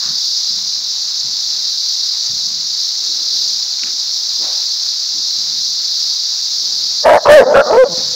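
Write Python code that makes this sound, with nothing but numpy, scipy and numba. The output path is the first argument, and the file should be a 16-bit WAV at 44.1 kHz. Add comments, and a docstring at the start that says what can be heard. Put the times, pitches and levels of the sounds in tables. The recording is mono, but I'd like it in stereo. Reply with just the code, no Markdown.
"""A barking dog under cicadas

Among trees, with air and leaves all around, a loud chorus of cicadas throbs: bands of shaped noise.
A dog close to the microphone shifts its feet on bare earth: rushes of noise make scrapes, twigs and
low thuds, with a longer soft low murmur among them.
Then come four barks joined by snarls, hoarse or clear: harmonics and noisy slaps through a moving throat.
The barks make the gain control duck the cicadas and overload the microphone."""
import sys
import numpy as np
from scipy import signal
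from scipy.fft import rfft, irfft, next_fast_len
from scipy.io import wavfile
from scipy.ndimage import uniform_filter1d
from numba import njit

SR = 44100
rng = np.random.default_rng(int(sys.argv[2]) if len(sys.argv) > 2 else 0)


def store_wav(level_fs):
    """Save 16-bit WAV to argv[1]."""
    pcm = np.round(np.clip(np.atleast_2d(level_fs), -1, 1) * 32767)
    wavfile.write(sys.argv[1], SR, pcm.T.astype(np.int16))


N = 359415


def from_db(db):
    """Decibels to gain."""
    return 10 ** (np.asarray(db) / 20)


def rms_one(x):
    """Scale to an rms of 1."""
    return x / np.sqrt(np.mean(x ** 2) + 1e-20)


def at_hz(rows, hz):
    """Each column of a spectrum table, read on a log-frequency axis."""
    points, *columns = np.transpose(rows)
    return np.array([np.interp(np.log(hz + 1e-3), np.log(points), c) for c in columns])


def in_time(rows, t):
    """Each column of a curve table at the times t."""
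    times, *columns = np.transpose(rows)
    return [np.interp(t, np.sort(times), c) for c in columns]


def filtered(x, hz, kind, order=2):
    """Butterworth filter."""
    corner_hz = np.clip(hz, 10, .45 * SR)
    return signal.sosfilt(signal.butter(order, corner_hz, kind, fs=SR, output="sos"), x)


def drift(rate_hz, size):
    """Smooth random wander of spread 1: noise that loses everything much faster than rate_hz."""
    hz = np.fft.rfftfreq(size, 1 / SR)
    slow = rfft(rng.standard_normal(size)) / (1 + (hz / rate_hz) ** 2)
    return rms_one(irfft(slow, size))


def turning(hz):
    """Phase in radians of a tone whose frequency changes sample by sample."""
    return 2 * np.pi * np.cumsum(hz) / SR


def evened(x):
    """Hold the short-term level at 1."""
    return x / np.sqrt(np.abs(uniform_filter1d(x * x, size=500)) + 1e-12)


# How alike the left and right channels of the background are: (frequency [Hz], likeness [0-1])
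CHANNEL_LIKENESS = [(100, 0), (300, 0.9), (1000, 0), (4500, 0), (5400, 0.44), (6000, 1), (7200, 0.73),
                    (9800, 0.2), (11000, .05)]


def ambient_noise(spectrum):
    """Background noise with a spectrum for each channel, partly shared between left and right."""
    size = next_fast_len(N)
    hz = np.fft.rfftfreq(size, 1 / SR)
    mid, side = rfft(rng.standard_normal((2, size)))
    alike = np.clip(at_hz(CHANNEL_LIKENESS, hz)[0], 0, 1)
    channels = np.sqrt(1 + alike) * mid + np.sqrt(1 - alike) * side * [[1], [-1]]
    shaped = irfft(channels * from_db(at_hz(spectrum, hz)), size)[:, :N]
    return shaped * np.sqrt(SR) / 2  # makes the table levels dB per Hz


# Air and leaves all around, before the murmur is lowered:
# (frequency [Hz], left level [dB per Hz], right level [dB per Hz])
AIR_SPECTRUM = [(25, -85, -88), (79.5, -86.5, -95), (171, -78.5, -87.5), (452, -83, -95), (850, -73, -84),
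                (2480, -74.5, -85.5), (4000, -73, -79), (9000, -100, -105)]


def air_and_leaves(split_hz=520, leaves_waver_db=1.0, murmur_waver_db=7.0, murmur_db=-3):
    """One noise in two bands: leaves above, wavering slightly, and a low murmur that comes and goes."""
    air = ambient_noise(AIR_SPECTRUM)
    leaves = filtered(air, split_hz, "high", order=3) * from_db(leaves_waver_db * drift(12, N))
    murmur_gain = from_db(murmur_db + murmur_waver_db * drift(0.96, N))
    murmur = filtered(air, split_hz, "low", order=3) * murmur_gain
    return leaves + murmur


# The massed cicadas among the trees, before swell and throb:
# (frequency [Hz], left level [dB per Hz], right level [dB per Hz])
CHORUS_SPECTRUM = [(2600, -94.5, -89), (3270, -64.5, -78), (3640, -53.5, -62.5), (4023, -45, -64),
                   (4840, -44, -57), (5320, -49.5, -54), (5830, -54.5, -62), (6480, -69.5, -65.5),
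                   (7930, -85, -82.5), (9920, -85.5, -86.5), (11460, -95, -100), (13500, -77, -96),
                   (14800, -77, -90), (15600, -78, -102)]
# One cicada nearer by, before its waver:
# (frequency [Hz], left level [dB per Hz], right level [dB per Hz])
SOLOIST_SPECTRUM = [(3260, -94, -93), (4340, -53, -53), (5100, -50.5, -59), (5670, -55.5, -55),
                    (7036, -68, -67.5), (8640, -100, -128)]


def cicadas(throb_hz=34, throb_depth=0.14, swell_db=1.03, tymbal_hz=432.6, buzz_depth=0.46, waver_db=1.3):
    """Many insects merge into a throbbing hiss; in the nearest the beat of the tymbals stands out."""
    throb = np.sin(turning(throb_hz * (1 + 0.083 * drift(4.1, N))))
    chorus = ambient_noise(CHORUS_SPECTRUM) * from_db(swell_db * drift(2.3, N))
    chorus *= 1 + throb_depth * throb * np.array([[1], [.5]])  # half as deep on the right
    beat = np.cos(turning(tymbal_hz * (1 + 0.0027 * drift(1.06, N))))
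    buzz = rms_one(1 + buzz_depth * beat)
    soloist = ambient_noise(SOLOIST_SPECTRUM) * buzz * from_db(waver_db * drift(24, N))
    return chorus + soloist


def rush(start, length, hz, db):
    """A rush of noise around hz that peaks after a third of its length and dies away."""
    age = np.arange(SR) / SR / (length / 3)
    noise = rms_one(filtered(rng.standard_normal(SR), [hz / 1.53, hz * 1.335], "band"))
    swell = age * np.exp(1 - age)
    return np.pad(from_db(db) * noise * swell, (int(max(start, 0) * SR), N))[:N]


# Low thuds, and a longer soft low murmur:
# (time [s], length [s], centre [Hz], peak level on the left [dB])
LOW_THUDS = [(0.052, 0.072, 185, -35), (0.477, .21, 186, -44.5), (1.226, 0.1, 174, -41),
             (2.289, 0.085, 140, -37.5), (2.417, 0.24, 180, -42.5), (2.948, 0.47, 340, -47.5),
             (3.821, 0.11, 293, -40.5), (4.386, 0.076, 336, -37.5), (5.13, 0.094, 242, -41.5),
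             (5.322, 0.41, 180, -45.5), (7.966, 0.043, 217, -29), (8.006, 0.13, 144, -37.5)]
# Paws scrape over grit: (time [s], length [s], centre [Hz], peak level on the left [dB])
GRIT_SCRAPES = [(.008, 0.13, 1330, -35.5), (3.852, .05, 2000, -37.5), (4.404, 0.16, 756, -34),
                (7.961, .08, 718, -33)]
GRIT_RATIO, GRIT_DB = 2.6, -7   # fine grains sound this much higher and weaker than the scrape
# Twigs snap underfoot: (time [s], peak level on the left [dB])
TWIG_SNAPS = [(3.79, -31), (3.833, -22), (3.869, -36)]
SNAP_S, SNAP_HZ = 0.0068, 2520


def thuds_and_scuffs(right_db=-7):
    """Rushes of noise: low thuds and a soft low murmur, paws scraping fine grit, and snapping twigs."""
    thuds = sum(rush(*row) for row in LOW_THUDS)
    scrapes = sum(rush(*row) for row in GRIT_SCRAPES)
    grit = sum(rush(start, length, hz * GRIT_RATIO, db + GRIT_DB) for start, length, hz, db in GRIT_SCRAPES)
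    twigs = sum(rush(start, SNAP_S, SNAP_HZ, db) for start, db in TWIG_SNAPS)
    return (thuds + scrapes + grit + twigs) * from_db([[0], [right_db]])


# Echoes off trunks and banks, before the right port's loss:
# (delay [s], left level [dB], right level [dB])
TREE_ECHOES = [(.033, -32, -38), (.068, -44, -35), (.11, -42, -35.5)]


def woods(x, tail_db=-33, tail_t60_s=1.0, dull_hz=1800):
    """A few dull echoes, and a thin tail scattered by the trees."""
    t = np.arange(SR) / SR
    scatter = rng.standard_normal((2, SR)) * from_db(-60 * t / tail_t60_s) * (t > .015)
    response = from_db(tail_db) * rms_one(scatter) / np.sqrt(SR)
    for delay, left_db, right_db in TREE_ECHOES:
        response[:, int(delay * SR)] += from_db([left_db, right_db])
    dull = filtered(x, dull_hz, "low")
    return signal.fftconvolve(dull[None], response, axes=1)[:, :N]


@njit
def two_pole(x, angle, r):
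    """A resonance whose centre moves sample by sample; gain 1 on top."""
    y = np.zeros(len(x))
    for i in range(2, len(x)):
        y[i] = (1 - r * r) / 2 * (x[i] - x[i - 2]) + 2 * r * np.cos(angle[i]) * y[i - 1] - r * r * y[i - 2]
    return y


def resonance(x, hz, width_hz):
    """A throat resonance with steep skirts: the same two-pole resonance twice."""
    angle = 2 * np.pi * hz / SR * np.ones(len(x))
    r = np.exp(-np.pi * width_hz / SR)
    return two_pole(two_pole(x, angle, r), angle, r)


def throat(x, mouth, first_width_hz=270, second_width_hz=260, muzzle_hz=1680, muzzle_width_hz=330,
           chest_hz=230, chest_width_hz=180, top_hz=1800):
    """Two moving resonances, the muzzle, and a dull path through neck and chest; soft tissue takes the treble."""
    first_hz, second_hz, second_db, muzzle_db, chest_db = mouth
    out = resonance(x, first_hz, first_width_hz)
    out += from_db(second_db) * resonance(x, second_hz, second_width_hz)
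    out += from_db(muzzle_db) * resonance(x, muzzle_hz, muzzle_width_hz)
    out += from_db(chest_db) * resonance(x, chest_hz, chest_width_hz)
    return filtered(out, top_hz, "low", order=6)


def envelope_db(t, start, length, attack_db_per_s, release_s):
    """A fast attack, a hold, and a release that falls ever faster: 20 dB down after release_s."""
    before = np.maximum(start - t, 0)
    after = np.maximum(t - start - length, 0)
    return -attack_db_per_s * before - 20 * (after / release_s) ** 2


# Snarls before, between and after the barks, level given at the middle of the glide:
# (time [s], length [s], pitch at start [Hz], at end [Hz], level [dB], roughness [0-1],
#  second throat resonance [Hz], its level [dB])
SNARL_CALLS = [(7.257, .03, 441.2, 581.2, 9.5, .93, 940, 4), (7.408, .026, 480.4, 289, 13, 0.95, 696, -17),
               (7.459, .069, 245.4, 315, 3.5, 0.6, 1250, -17.5),
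               (7.625, .025, 599, 610, -8, 0.57, 1100, -9), (7.661, .028, 214.8, 256, -7, 0.63, 1130, -5),
               (7.699, .014, 278.4, 329.5, 5.5, 0.47, 1078, -17), (7.727, .042, 445, 455, 7, 0.48, 866, -6),
               (7.855, 0.014, 577, 554.5, -1, 0.29, 1190, -13.5),
               (7.882, 0.051, 178, 165, -21, 0.23, 700, -22)]
SNARL_ATTACK_DB_PER_S, SNARL_RELEASE_S = 3200, .014
EFFORT_DB_PER_OCTAVE = 14   # a snarl grows louder as its pitch climbs


def snarl(t, start, length, start_hz, end_hz, db, rough, second_hz, second_db):
    """Pitch glides in a straight line and the level follows it."""
    pitch = np.interp(t, [start, start + length], [start_hz, end_hz])
    effort_db = EFFORT_DB_PER_OCTAVE * np.log2(pitch / np.sqrt(start_hz * end_hz))
    level_db = db + effort_db + envelope_db(t, start, length, SNARL_ATTACK_DB_PER_S, SNARL_RELEASE_S)
    return np.broadcast_arrays(level_db, pitch, rough, second_hz, second_db)


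# The four barks, pitch before the crack is added, level in the middle of the bark:
# (time [s], length [s], release [s], pitch at start [Hz], at middle [Hz], at end [Hz], level [dB],
#  roughness at start [0-1], at end [0-1], second throat resonance [Hz], its level [dB])
BARK_CALLS = [(7.058, 0.1, .032, 601.3, 649, 593.2, 17, 0.75, 0.84, 805, -13),
              (7.292, .106, .02, 575.5, 602.2, 514.6, 28, 0.53, 0.17, 1060, -13.5),
              (7.548, .052, .028, 504.7, 542.4, 573.3, 17, 0.67, 0.66, 1420, -3),
              (7.772, 0.063, 0.015, 497.7, 527.7, 485, 17, 0.09, 0, 1068, -11)]
BARK_ATTACK_DB_PER_S = 1900
BARK_ARCH_DB = 2.0   # a bark is this much weaker at its ends than in its middle
UNLOCK_S, UNLOCKED_ROUGHNESS = .012, 0.936   # outside a bark's hold the folds fall out of step
CRACK_AT_S, CRACK_LENGTH_S, CRACK_HZ = 7.358, .013, 31.9   # the loudest bark cracks briefly upward


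def bark(t, start, length, release_s, start_hz, middle_hz, end_hz, db, start_rough, end_rough,
         second_hz, second_db):
    """Pitch and level bend in one arch; the voice is hoarse on the way in and out."""
    along = np.clip((t - start) / length, 0, 1)
    arch = 4 * along * (1 - along)
    pitch = start_hz + (end_hz - start_hz) * along + (middle_hz - (start_hz + end_hz) / 2) * arch
    pitch += CRACK_HZ * np.exp(-((t - CRACK_AT_S) / CRACK_LENGTH_S) ** 2)
    level_db = db - BARK_ARCH_DB * (1 - arch)
    level_db = level_db + envelope_db(t, start, length, BARK_ATTACK_DB_PER_S, release_s)
    rough = np.interp(t, [start - UNLOCK_S, start, start + length, start + length + UNLOCK_S],
                      [UNLOCKED_ROUGHNESS, start_rough, end_rough, UNLOCKED_ROUGHNESS])
    return np.broadcast_arrays(level_db, pitch, rough, second_hz, second_db)


def voice_controls(t):
    """One throat makes all the calls: they run into each other, and the strongest leads."""
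    barks = [bark(t, *row) for row in BARK_CALLS]
    snarls = [snarl(t, *row) for row in SNARL_CALLS]
    calls = np.array(barks + snarls)
    level_db = calls[:, 0].max(axis=0)
    lead = from_db(calls[:, :1] - level_db)
    blended = (lead * calls[:, 1:]).sum(axis=0) / lead.sum(axis=0)
    return level_db, *blended


def clear_folds(pitch, rough, mouth, doubling=1.55, strain_hz=(400, 600), jitter=.05):
    """The vocal folds beat regularly: eight equal harmonics of a slightly unsteady pitch."""
    phase = turning(pitch * (1 + jitter * rough * drift(216, len(pitch))))
    # under strain strong and weak cycles alternate, which puts half lines between the harmonics
    strain = rough * np.interp(pitch, strain_hz, [0, 1])
    harmonics = sum(np.cos(k * phase) for k in range(1, 9))
    folds = harmonics * (1 + doubling * strain * np.cos(phase / 2))
    return evened(throat(folds, mouth))


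def hoarse_folds(pitch, mouth, chaos=.15, breath=.6, slap_spread_db=5.1):
    """The folds break into uneven slaps with a puff of air on each; returns the voice and the puffs."""
    size = len(pitch)
    cycles = np.cumsum(pitch * (1 + chaos * drift(150, size))) / SR
    slaps = np.diff(np.floor(cycles), prepend=0) * from_db(slap_spread_db * rng.standard_normal(size))
    puffs = rng.standard_normal(size) * (1 + np.cos(2 * np.pi * cycles))
    return evened(throat(rms_one(slaps) + breath * rms_one(puffs), mouth)), puffs


# The jaws gape, narrow as the head drops and shut, until the voice comes mostly through the chest:
# (time [s], first throat resonance [Hz], muzzle resonance level [dB], chest resonance level [dB])
JAW_MOVES = [(7.05, 583, -11, -18), (7.17, 667, -11, -23), (7.26, 595, -27, -16), (7.32, 613, -2, -18),
             (7.41, 567, -12, -19), (7.46, 522, -34, -13), (7.62, 570, -33, -16), (7.86, 515, -24, -15.5),
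             (7.89, 500, -40, 2.5)]


def dog(flutter_db=2.0, flutter_hz=75, rasp_db=-23):
    """Roughness blends clear and hoarse vocal folds; breath rasps over the teeth and loose tissue flaps."""
    start = int((BARK_CALLS[0][0] - .06) * SR)
    t = np.arange(start, N) / SR
    level_db, pitch, rough, second_hz, second_db = voice_controls(t)
    first_hz, muzzle_db, chest_db = in_time(JAW_MOVES, t)
    mouth = first_hz, second_hz, second_db, muzzle_db, chest_db
    rough = np.clip(rough, 0, 1)
    clear = clear_folds(pitch, rough, mouth)
    hoarse, puffs = hoarse_folds(pitch, mouth)
    voice = evened(np.sqrt(1 - rough ** 2) * clear + rough * hoarse)
    # air rasps over the teeth, loudest when the jaws are wide open
    rasp = rms_one(filtered(puffs, [3000, 11000], "band"))
    voice += from_db(rasp_db + muzzle_db - muzzle_db.max()) * rasp
    # loose tissue flaps, the more so the rougher the voice
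    flap = np.sin(turning(flutter_hz * (1 + 0.26 * drift(29, len(t)))))
    voice *= from_db(level_db + flutter_db * rough * flap)
    return np.pad(voice, (start, 0))


def two_ports(x, right_db=-7.5, shadow_db=-4.5, shadow_hz=1100, lead_s=.0001):
    """The right port gets the dog a moment sooner, but weaker and with its treble shaded."""
    size = next_fast_len(N + 1000)
    hz = np.fft.rfftfreq(size, 1 / SR)
    gain = from_db(right_db + shadow_db * hz ** 4 / (hz ** 4 + shadow_hz ** 4))
    sooner = np.exp(2j * np.pi * hz * lead_s)
    right = irfft(rfft(x[1], size) * gain * sooner, size)[:N]
    return np.array([x[0], right])


def scene():
    """The dog is close and louder on the left; insects and leaves lie all around."""
    surroundings = air_and_leaves() + cicadas()
    ground = thuds_and_scuffs()
    voice = dog()
    calls = two_ports(voice + woods(voice))
    return surroundings + ground + calls


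def gain_control(x, threshold_db=-22, slope=0.39, excess_fall_db_per_s=330, sense_hz=1800, attack_hz=70,
                 ahead_s=0.0027):
    """Loud low and middle tones on the left turn both sides down; the gain comes back quickly."""
    t = np.arange(N) / SR
    power = np.abs(uniform_filter1d(filtered(x[0], sense_hz, "low", order=4) ** 2, size=600))
    over_db = np.maximum(10 * np.log10(power + 1e-12) - threshold_db, 0)
    # the excess rises at once and falls at a steady rate
    fall = excess_fall_db_per_s * t
    held_db = np.maximum.accumulate(over_db + fall) - fall
    # the smoothed excess is read a little ahead, so the gain drops earlier
    excess_db = np.interp(t + ahead_s, t, filtered(held_db, attack_hz, "low", order=1))
    return x * from_db(-slope * excess_db)


def record(dry, hardness=41.0, ceiling=.98, cutoff_hz=15700):
    """The microphone's gain control, overload that flattens the peaks, and a steep top cut."""
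    x = gain_control(dry)
    clipped = x / (1 + np.abs(x / ceiling) ** hardness) ** (1 / hardness)
    return signal.sosfilt(signal.ellip(10, .1, 70, cutoff_hz, fs=SR, output="sos"), clipped)


dry = scene()
out = record(dry)
store_wav(out)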